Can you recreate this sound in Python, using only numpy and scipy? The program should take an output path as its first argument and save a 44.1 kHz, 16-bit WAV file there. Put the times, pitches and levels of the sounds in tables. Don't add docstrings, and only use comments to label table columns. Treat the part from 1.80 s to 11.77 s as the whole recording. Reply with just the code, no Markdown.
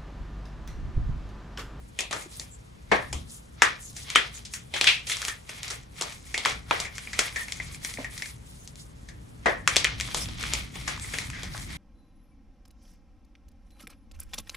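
import sys
import numpy as np
from scipy import signal
from scipy.fft import rfft, irfft
from scipy.io import wavfile

SR = 44100
rng = np.random.default_rng(int(sys.argv[2]) if len(sys.argv) > 2 else 0)


def generate_wav(sig):
    pcm = np.round(np.clip(np.atleast_2d(sig).T, -1, 1) * 32767).astype(np.int16)
    wavfile.write(sys.argv[1], SR, pcm)


N = 439677


def amp(db):
    return 10 ** (np.asarray(db) / 20)


def lean_left(db):
    return amp([[db / 2], [-db / 2]])


def unit_power(x):
    return x / np.sqrt(np.mean(x ** 2) + 1e-20)


def at_hz(points, hz):
    points = np.array(points)
    return np.interp(np.log(hz), np.log(points[:, 0]), points[:, 1])


def drift(rate_hz):
    r = np.exp(-80 * np.pi * rate_hz / SR)
    slow = signal.lfilter([1], [1, -2 * r, r * r], rng.standard_normal(N // 40 + 2002))[2000:]
    return np.interp(np.arange(N) / 40, np.arange(len(slow)), unit_power(slow))


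def filtered(x, hz, kind="low", order=2):
    return signal.sosfilt(signal.butter(order, hz, kind, fs=SR, output="sos"), x)


def peak_filter(hz, width_hz):
    r = np.exp(-np.pi * width_hz / SR)
    gain = (1 - r * r) / 2
    return [gain, 0, -gain], [1, -2 * r * np.cos(2 * np.pi * hz / SR), r * r]


def resonate(x, hz, width_hz):
    b, a = peak_filter(hz, width_hz)
    return signal.lfilter(b, a, signal.lfilter(b, a, x))


# pitch in Hz, likeness (1 the same, -1 opposite).
STEREO_LIKENESS = [(25, 1), (60, 0.94), (130, 0.95), (300, 0.13), (640, -0.69), (1500, -0.4), (3000, -0.16),
                   (7000, 1), (11000, 0.067), (12400, -0.35)]

def colour(mid, side, spectrum, wide=1.0):
    size = N + 1323
    hz = np.maximum(np.fft.rfftfreq(size, 1 / SR), 1)
    alike = np.clip(1 - wide * (1 - at_hz(STEREO_LIKENESS, hz)), -1, 1)
    gain = amp(at_hz([(5, -80)] + spectrum + [(20000, -80)], hz))
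    mid = np.sqrt(1 + alike) * rfft(mid, size)
    side = np.sqrt(1 - alike) * rfft(side, size)
    return unit_power(irfft(gain * np.array([mid + side, mid - side]))[:, :N])


# pitch in Hz, relative level in dB.
RUMBLE_TONE = [(14, -35.5), (25, -14.5), (45, -4.5), (60, 1), (80, -8.5), (110, -4.5), (180, -11),
               (290, -17), (370, -23.5), (500, -58.5)]
# time in seconds, level in dB.
RUMBLE_LEVELS = [(0.0, -48.5), (1.02, -49.5), (1.14, -41.5), (1.28, -42), (1.36, -36.5), (1.55, -50),
                 (1.89, -48), (4.63, -48), (4.77, -45), (5.66, -48.5), (5.86, -43.5), (6.86, -48.5),
                 (8.52, -37), (8.83, -40), (9.97, -40)]

def rumble():
    level_db = np.interp(np.arange(N) / SR, *np.transpose(RUMBLE_LEVELS)) + 0.8 * drift(5)
    return amp(level_db) * colour(*rng.standard_normal((2, N)), RUMBLE_TONE)


# pitch in Hz, relative level in dB.
HISS_TONE = [(250, -17), (400, 12), (1200, 5), (2000, -0.5), (3300, -4), (5500, -10.5), (8000, -20),
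             (11800, -10), (12600, -50.5)]

def hiss(level_db=-57.5):
    return amp(level_db) * colour(*rng.standard_normal((2, N)), HISS_TONE)


def grains(per_s, spread_db, smooth):
    sizes = amp(spread_db * np.minimum(rng.exponential(1, N), 5)) * rng.choice([-1, 1], N)
    clicks = rng.random(N) < per_s * amp(4.0 * drift(25)) / SR
    return unit_power(sizes * clicks) + smooth * rng.standard_normal(N)


# start in seconds, hold in seconds, grit in dB, dust in dB.
SQUEEZE_MOVES = [(0.21, 0.0056, -44, -50), (0.351, 0.067, -48, -45.5), (0.523, 0.11, -56.5, -47),
                 (1.154, 0.0092, -39, -46.5), (1.22, 0.064, -54, -55), (1.368, 0.031, -65, -48.5),
                 (1.507, 0.047, -68, -44.5), (1.857, 0.0062, -29.5, -45), (2.007, 0.1, -97, -47.5),
                 (2.176, 0.041, -53.5, -40.5), (2.289, 0.17, -41, -53), (2.55, 0.04, -52.5, -44.5),
                 (2.746, 0.012, -51, -40), (2.97, 0.013, -39, -40.5), (3.058, 0.055, -30.5, -38.5),
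                 (3.308, 0.02, -36.5, -32), (3.409, 0.085, -40, -40.5), (3.7, 0.084, -47.5, -47),
                 (3.842, 0.094, -42, -44), (4.189, 0.14, -45, -44.5), (4.466, 0.26, -53.5, -49),
                 (4.673, 0.027, -31.5, -40), (4.921, 0.097, -37.5, -44.5), (5.147, 0.17, -49.5, -49),
                 (5.393, 0.077, -36, -37.5), (5.574, 0.042, -40, -38.5), (5.695, 0.26, -49.5, -47),
                 (6.045, 0.067, -45.5, -38), (6.193, 0.03, -45.5, -45.5), (6.331, 0.16, -51.5, -44),
                 (6.668, 0.19, -71.5, -52.5), (6.991, 0.011, -67, -46.5), (7.69, 0.007, -39.5, -48),
                 (7.917, 0.033, -37.5, -43), (8.007, 0.13, -39, -61), (8.204, 0.12, -41.5, -42.5),
                 (8.374, 0.045, -39.5, -37), (8.483, 0.069, -48, -57), (8.601, 0.19, -38.5, -42.5),
                 (8.818, 0.028, -46.5, -51), (8.954, 0.069, -46, -44), (9.092, 0.043, -37, -44),
                 (9.222, 0.072, -46.5, -44), (9.327, 0.12, -40.5, -40.5), (9.546, 0.11, -44, -52.5),
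                 (9.724, 0.11, -47.5, -44), (9.909, 0.082, -43, -47)]

def squeezing(layer, rest_db, rise_db_per_s=370, fall_db_per_s=202):
    t, power = np.arange(0, N + 64, 64) / SR, amp(2 * rest_db)
    for start, hold, grit_db, dust_db in SQUEEZE_MOVES:
        db = grit_db if layer == "grit" else dust_db
        before, after = np.maximum(start - t, 0), np.maximum(t - start - hold, 0)
        power = power + amp(2 * (db - rise_db_per_s * before - fall_db_per_s * after))
    return np.interp(np.arange(N) / SR, t, np.sqrt(power))


# time in seconds, pitch in Hz.
GRIP_PITCHES = [(0.0, 1303), (0.19, 3270), (0.36, 1520), (0.53, 3040), (1.25, 1710), (1.77, 1400),
                (2.25, 3540), (2.33, 2120), (2.64, 3190), (4.8, 2142), (4.89, 1140), (5.0, 2250),
                (6.58, 2140), (7.53, 1646), (8.39, 2900), (9.77, 1754), (9.97, 2100)]

def cupped_hands(x, width_share=0.4, peak_db=-0.5):
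    peak, state, block = np.zeros_like(x), np.zeros((2, 2)), 256
    for i in range(0, N, block):
        hz = np.interp(i / SR, *np.transpose(GRIP_PITCHES))
        b, a = peak_filter(hz, width_share * hz)
        peak[:, i:i + block], state = signal.lfilter(b, a, x[:, i:i + block], zi=state)
    return unit_power(x + amp(peak_db) * peak)


CRUMB_PITCHES = [450, 750, 1150, 1500, 1850, 2000, 2150, 2350, 2900, 3400, 4000]

def crumbs(db_per_octave=-4):
    hits = grains(per_s=230, spread_db=2.1, smooth=0)
    sizes = rng.integers(0, len(CRUMB_PITCHES), N)
    left_db = rng.normal(0, 4.0, len(CRUMB_PITCHES))
    out = np.zeros((2, N))
    for k, hz in enumerate(CRUMB_PITCHES):
        ticks = resonate(hits * (sizes == k) + 1e-18, hz, 0.15 * hz)
        out += ticks * amp(db_per_octave * np.log2(hz / 2000)) * lean_left(left_db[k])
    return unit_power(out)


# pitch in Hz, relative level in dB.
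GRIT_TONE = [(300, -13.5), (700, -4), (1200, -3), (1650, -4.5), (2150, 0), (2650, -6), (4000, -3.5),
             (6000, -7)]

def grit(crumb_db=-17):
    grind = colour(grains(1200, 4.0, 1.0), grains(1200, 3.3, 0.7), GRIT_TONE, wide=0.7)
    return squeezing("grit", rest_db=-70) * (cupped_hands(grind) + amp(crumb_db) * crumbs())


# pitch in Hz, relative level in dB.
DUST_TONE = [(2500, -17.5), (4500, -18), (6500, -14), (9000, -14.5), (11600, -14.5), (12400, -14),
             (16000, -17.5)]

def dust(flicker_db=3.2):
    powder = colour(grains(2500, 2.7, 0.75), grains(2500, 3.0, 0.8), DUST_TONE, wide=1.5)
    edges_hz = np.geomspace(2500, 17000, 6)
    patchy = sum((-1) ** k * amp(flicker_db * drift(15)) * filtered(powder, band, "band")
                 for k, band in enumerate(zip(edges_hz, edges_hz[1:])))
    return squeezing("dust", rest_db=-63) * unit_power(patchy)


def splinters(t, fade_s, soft):
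    noise = rng.standard_normal((3, len(t)))
    noise[0] *= np.abs(noise[0]) ** 0.49
    noise[0] *= amp(-60 * t / fade_s)
    swell_s = (0.04 if soft else 0.012) * fade_s
    noise[0] *= 1 - np.exp(-t / swell_s)
    noise = filtered(noise, 11800, order=10)
    if not soft:
        noise[0, 0] += 0.055 / fade_s
    return noise


# relative level in dB,
# fade time in seconds (a fade time is how long a 60 dB drop takes), stereo spread in dB.
ROOM_ANSWERS = [(10, 0.26, -2), (10.5, 0.15, -4), (12.5, 0.3, 0.5)]

def room_echo(t, part, mid, side, crack_fade_s, first_echo_s=0.0016):
    room_db, fade_s, side_db = ROOM_ANSWERS[part]
    echoes = unit_power(mid) + amp(side_db) * unit_power(side) * [[1], [-1]]
    arrival = np.clip(t / first_echo_s - 1, 0, 1)
    fed_db = -26.5 + 6 * np.log2(crack_fade_s / 0.02)
    return echoes * lean_left(2.4) * arrival * amp(fed_db + room_db - 60 * t / fade_s)


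# start in seconds, level in dB, ring pitch in Hz,
# treble and thud in dB compared with the ring, fade time in seconds.
CHALK_BREAKS = [(0.189, -16, 2820, -2, -11, 0.026), (0.207, -20, 2370, 8, -7, 0.0092),
                (0.31, -22.5, 2880, -6, -5.5, 0.027), (0.327, -25, 1560, 5, 0.5, 0.024),
                (0.364, -31, 3200, -10, 5.5, 0.014), (0.597, -27.5, 2500, 8, -7.5, 0.013),
                (1.328, -21.5, 2800, 2, -6, 0.022), (1.82, -2, 1580, -1.5, -9, 0.017),
                (2.165, -31.5, 2570, 6.5, -14, 0.027), (2.302, -19.5, 3150, 1.5, -18, 0.012),
                (2.348, -26, 3000, -24, -15, 0.16), (2.358, 1, 1910, -7, -11, 0.012),
                (2.65, -40, 3700, 7, -34, 0.048), (2.737, -26.5, 2330, 4, -45, 0.025),
                (2.938, -19, 2730, -11.5, -10, 0.044), (2.963, -20.5, 2030, -3, -34, 0.025),
                (3.012, -5, 3220, -9, -11, 0.012), (3.043, -8.5, 2940, -2, -21, 0.01),
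                (3.068, -10.5, 3040, -22, -27, 0.067), (3.268, -30.5, 3300, 2, -17, 0.062),
                (3.298, -19, 3160, -2, -45, 0.018), (3.317, -17, 3080, -15, -39, 0.023),
                (3.369, -29, 2200, 11, -27, 0.0092), (3.418, -25.5, 1630, 9.5, -10, 0.01),
                (3.451, -15.5, 3390, 3, -36, 0.0026), (3.482, -21.5, 1830, 4, -12.5, 0.021),
                (3.693, -28, 2080, 0, -7, 0.019), (3.832, -22, 3280, 7, -25, 0.0054),
                (3.881, -37, 2380, 17, -23, 0.0089), (3.901, -38, 1890, 8.5, -4.5, 0.091),
                (4.211, -18, 3000, 1.5, -5, 0.018), (4.221, -28, 3830, 11, 2.5, 0.017),
                (4.578, -12.5, 3360, -4, -10.5, 0.012), (4.637, -30, 3500, 0, -22, .005),
                (4.651, -8.5, 2700, -26, -17, 0.0097), (4.658, -10, 1600, -2.5, -3, 0.012),
                (4.91, -13, 1860, -16, 3, 0.014), (5.001, -25, 3560, 10, -1, 0.015),
                (5.182, -18, 2330, 1, -19, 0.0057), (5.391, -10, 1900, 5.5, -7, 0.015),
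                (6.876, -36, 3340, 12, -11, 0.0061), (6.957, -40.5, 3940, 10.5, -34, 0.0039),
                (7.876, -4.5, 1780, 1.5, -12.5, 0.011), (7.96, -7.5, 2450, -0.5, -41, 0.0087),
                (7.966, -3.5, 3920, -3, -13, 0.011), (8.05, -5.5, 2070, -44, -16, 0.008),
                (8.2, -14, 2830, -0.5, -19.5, 0.0081), (8.247, -33, 2340, -24, -25, 0.0095),
                (8.287, -34, 1200, -13, -13, 0.012), (8.346, -16, 3800, 0.5, -4, 0.014),
                (8.376, -27, 3000, 2, -8, 0.008), (8.385, -28, 3900, 5, -25, .006),
                (8.458, -25.5, 2800, -17, -12, 0.0072), (8.487, -27, 3800, -19, -7.5, 0.013),
                (8.61, -29.5, 1980, 5.5, -23, 0.013), (8.629, -29.5, 2300, 13, -16, 0.0051),
                (8.638, -18.5, 2020, -6, -9, 0.0066), (8.736, -10, 3400, 3.5, -9.5, 0.0071),
                (8.956, -27.5, 2620, -8, -5, 0.017), (9.076, -25, 1640, 2.5, -6, 0.045),
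                (9.177, -30.5, 1420, 0, -18, 0.01), (9.198, -31.5, 3500, 8, -25, .004),
                (9.338, -23, 2200, -3, -8.5, 0.028), (9.501, -26.5, 2000, 2.5, -36, 0.01),
                (9.633, -24, 3280, 2.5, -5.5, 0.01), (9.747, -32.5, 1080, -17, -5, 0.019)]
BLOCK_KNOCKS = [(1.114, -18, 1770, -12.5, 1.1, 0.073), (7.656, -26, 1660, -9.5, 2.9, 0.12)]
PIECE_CLINKS = [(0.614, -40.5, 2200, -8, .02), (3.427, -28, 1600, -3, .008),
                (4.542, -19, 2240, -0.5, 0.024), (5.047, -33, 2070, -4, 0.076),
                (5.273, -26.5, 2250, -22, 0.01), (5.331, -27.5, 2060, 3, 0.028),
                (5.56, -22, 2000, -5, 0.02), (5.683, -28.5, 2150, -2, 0.015),
                (5.722, -24.5, 2320, 9.5, 0.01), (5.8, -23.5, 2110, -10, 0.014),
                (5.947, -34, 2330, 8, 0.0078), (6.048, -23.5, 1990, 6, 0.013),
                (6.139, -32.5, 2200, 11, 0.0093), (6.173, -28, 2070, -26, 0.016),
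                (6.244, -27, 2020, -6.5, 0.027), (6.378, -33, 2230, 10.5, 0.012),
                (6.399, -38, 1620, -15, 0.0081), (6.422, -24, 2250, 3, 0.012), (6.458, -34, 2020, 7, 0.013),
                (7.286, -41.5, 1820, 2, 0.042), (8.045, -10, 2160, 6.5, 0.0054),
                (8.07, -16, 2230, -33, 0.0042), (8.21, -20.5, 2280, 11, 0.0049),
                (8.751, -22, 2290, 0, 0.0071), (9.245, -31.5, 1960, -10, 0.013),
                (9.386, -18.5, 2150, 6, 0.007), (9.778, -34.5, 1810, 12.5, 0.0067)]

def cracks(clink_thud_db=-11.5, knock_top_hz=2800):
    t, out = np.arange(int(0.3 * SR)) / SR, np.zeros((2, N + SR))
    clinks = [(*row[:4], clink_thud_db, row[4]) for row in PIECE_CLINKS]
    kinds = [(CHALK_BREAKS, 0.87, False), (BLOCK_KNOCKS, 0.35, True), (clinks, 0.26, False)]
    for rows, width, soft in kinds:
        for start, level_db, hz, treble_db, thud_db, fade_s in rows:
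            burst = splinters(t, fade_s, soft)
            spread = 1 + width / 2
            ring = filtered(burst, [hz / spread ** 1.47, hz * spread], "band")
            treble = filtered(burst, [3600, 7600], "band")
            thud = filtered(burst, [330, 1600], "band")
            if soft:
                ring, thud = filtered(ring, knock_top_hz), filtered(thud, knock_top_hz)
            i = round(start * SR)
            parts = [(ring, 0), (treble, treble_db), (thud, thud_db)]
            for part, ((direct, mid, side), db) in enumerate(parts):
                direct = direct / np.abs(direct).max() * lean_left(2.5)
                echo = room_echo(t, part, mid, side, fade_s)
                out[:, i:i + len(t)] += amp(level_db + db) * (direct + echo)
    return out[:, :N]


# pitch in Hz, width in Hz, gain in dB.
BOWL_NOTES = [(1245, 250, -11.5), (1742, 70, -9.5), (1926, 70, -8), (2158, 54, -5), (2400, 41, -2.5),
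              (3340, 320, -3.5)]

def bowl(x):
    return x + sum(amp(db) * signal.lfilter(*peak_filter(hz, width), x) for hz, width, db in BOWL_NOTES)


# start in seconds, level in dB,
# pitch in Hz, width in Hz (widened if under the minimum), fade time in seconds.
AFTER_RINGS = [(0.189, -39, 2540, 250, 0.44), (1.116, -28, 1780, 350, 0.39), (1.114, -23.5, 475, 300, 0.26),
               (1.114, -37.5, 4100, 700, 0.27), (1.822, -24, 1790, 300, 0.3),
               (2.359, -17.5, 3140, 350, 0.13), (3.073, -17, 2530, 700, 0.3), (3.32, -32, 3470, 400, 0.18),
               (3.495, -33.5, 1800, 200, 0.19), (4.545, -33, 2160, 250, 0.48),
               (4.911, -7.5, 840, 151, 0.027), (5.56, -26.5, 1837, 150, 0.27), (5.8, -25, 2030, 100, 0.04),
               (6.185, -36, 570, 394, 0.18), (6.244, -33.5, 1870, 200, 0.16),
               (6.422, -34, 2170, 120.6, 0.17), (7.658, -25.5, 1810, 348, 0.38),
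               (7.658, -27, 550, 250, 0.32), (9.53, -40.5, 1900, 900, 0.6)]

def rings(min_width_hz=150, attack_s=0.0014):
    t, out = np.arange(int(0.4 * SR)) / SR, np.zeros((2, N + SR))
    for start, db, hz, width_hz, fade_s in AFTER_RINGS:
        mid, side = rng.standard_normal((2, len(t)))
        shaking = np.array([mid + 0.47 * side, mid - 0.5 * side])
        tone = unit_power(resonate(shaking, hz, max(width_hz, min_width_hz)))
        i = round(start * SR)
        out[:, i:i + len(t)] += tone * amp(db - 60 * t / fade_s) * np.minimum(t / attack_s, 1)
    return out[:, :N]


# start in seconds, level in dB, pitch in Hz, fade in seconds.
BOWL_THUMPS = [(0.461, -36.5, 350, 0.05), (1.118, -25.5, 203, 0.15), (1.352, -27, 68, 0.18),
               (6.19, -30.5, 267, 0.095), (7.659, -27.5, 207.4, 0.11)]

def thumps():
    out = np.zeros(N)
    for start, db, hz, fade_s in BOWL_THUMPS:
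        age = np.maximum(np.arange(N) / SR - start, 0)
        out += amp(db - 60 * age / fade_s) * np.sin(2 * np.pi * hz * age)
    return out


# start in seconds, length in seconds, level in dB, pitch in Hz.
FINGER_SLIDES = [(0.689, 0.096, -49.5, 7500), (1.48, 0.16, -60, 7000), (6.77, .1, -57, 6440),
                 (2.001, 0.13, -46.5, 6700), (2.53, 0.071, -43, 6750), (8.39, 0.07, -35.5, 5330),
                 (9.2, 0.057, -39, 8150)]

def swishes(width_hz=1200):
    out = np.zeros((2, N))
    for start, length, db, hz in FINGER_SLIDES:
        i, swell = round(start * SR), np.hanning(int(length * SR))
        noise = rng.standard_normal((2, SR // 4))[:, :len(swell)]
        out[:, i:i + len(swell)] += amp(db) * swell * unit_power(resonate(noise, hz, width_hz))
    return out


def scene():
    crumbling = bowl(grit()) + dust()
    background = rumble() + hiss()
    cracking = bowl(cracks())
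    handling = rings() + thumps() + swishes()
    return cracking + (crumbling + background + handling) * lean_left(0.9)


def record(dry, rolloff_hz=14500, cutoff_hz=16500):
    clipped = np.clip(filtered(dry, rolloff_hz), -1, 1)
    return signal.sosfilt(signal.cheby2(12, 70, cutoff_hz, fs=SR, output="sos"), clipped)


dry = scene()
out = record(dry)
generate_wav(out)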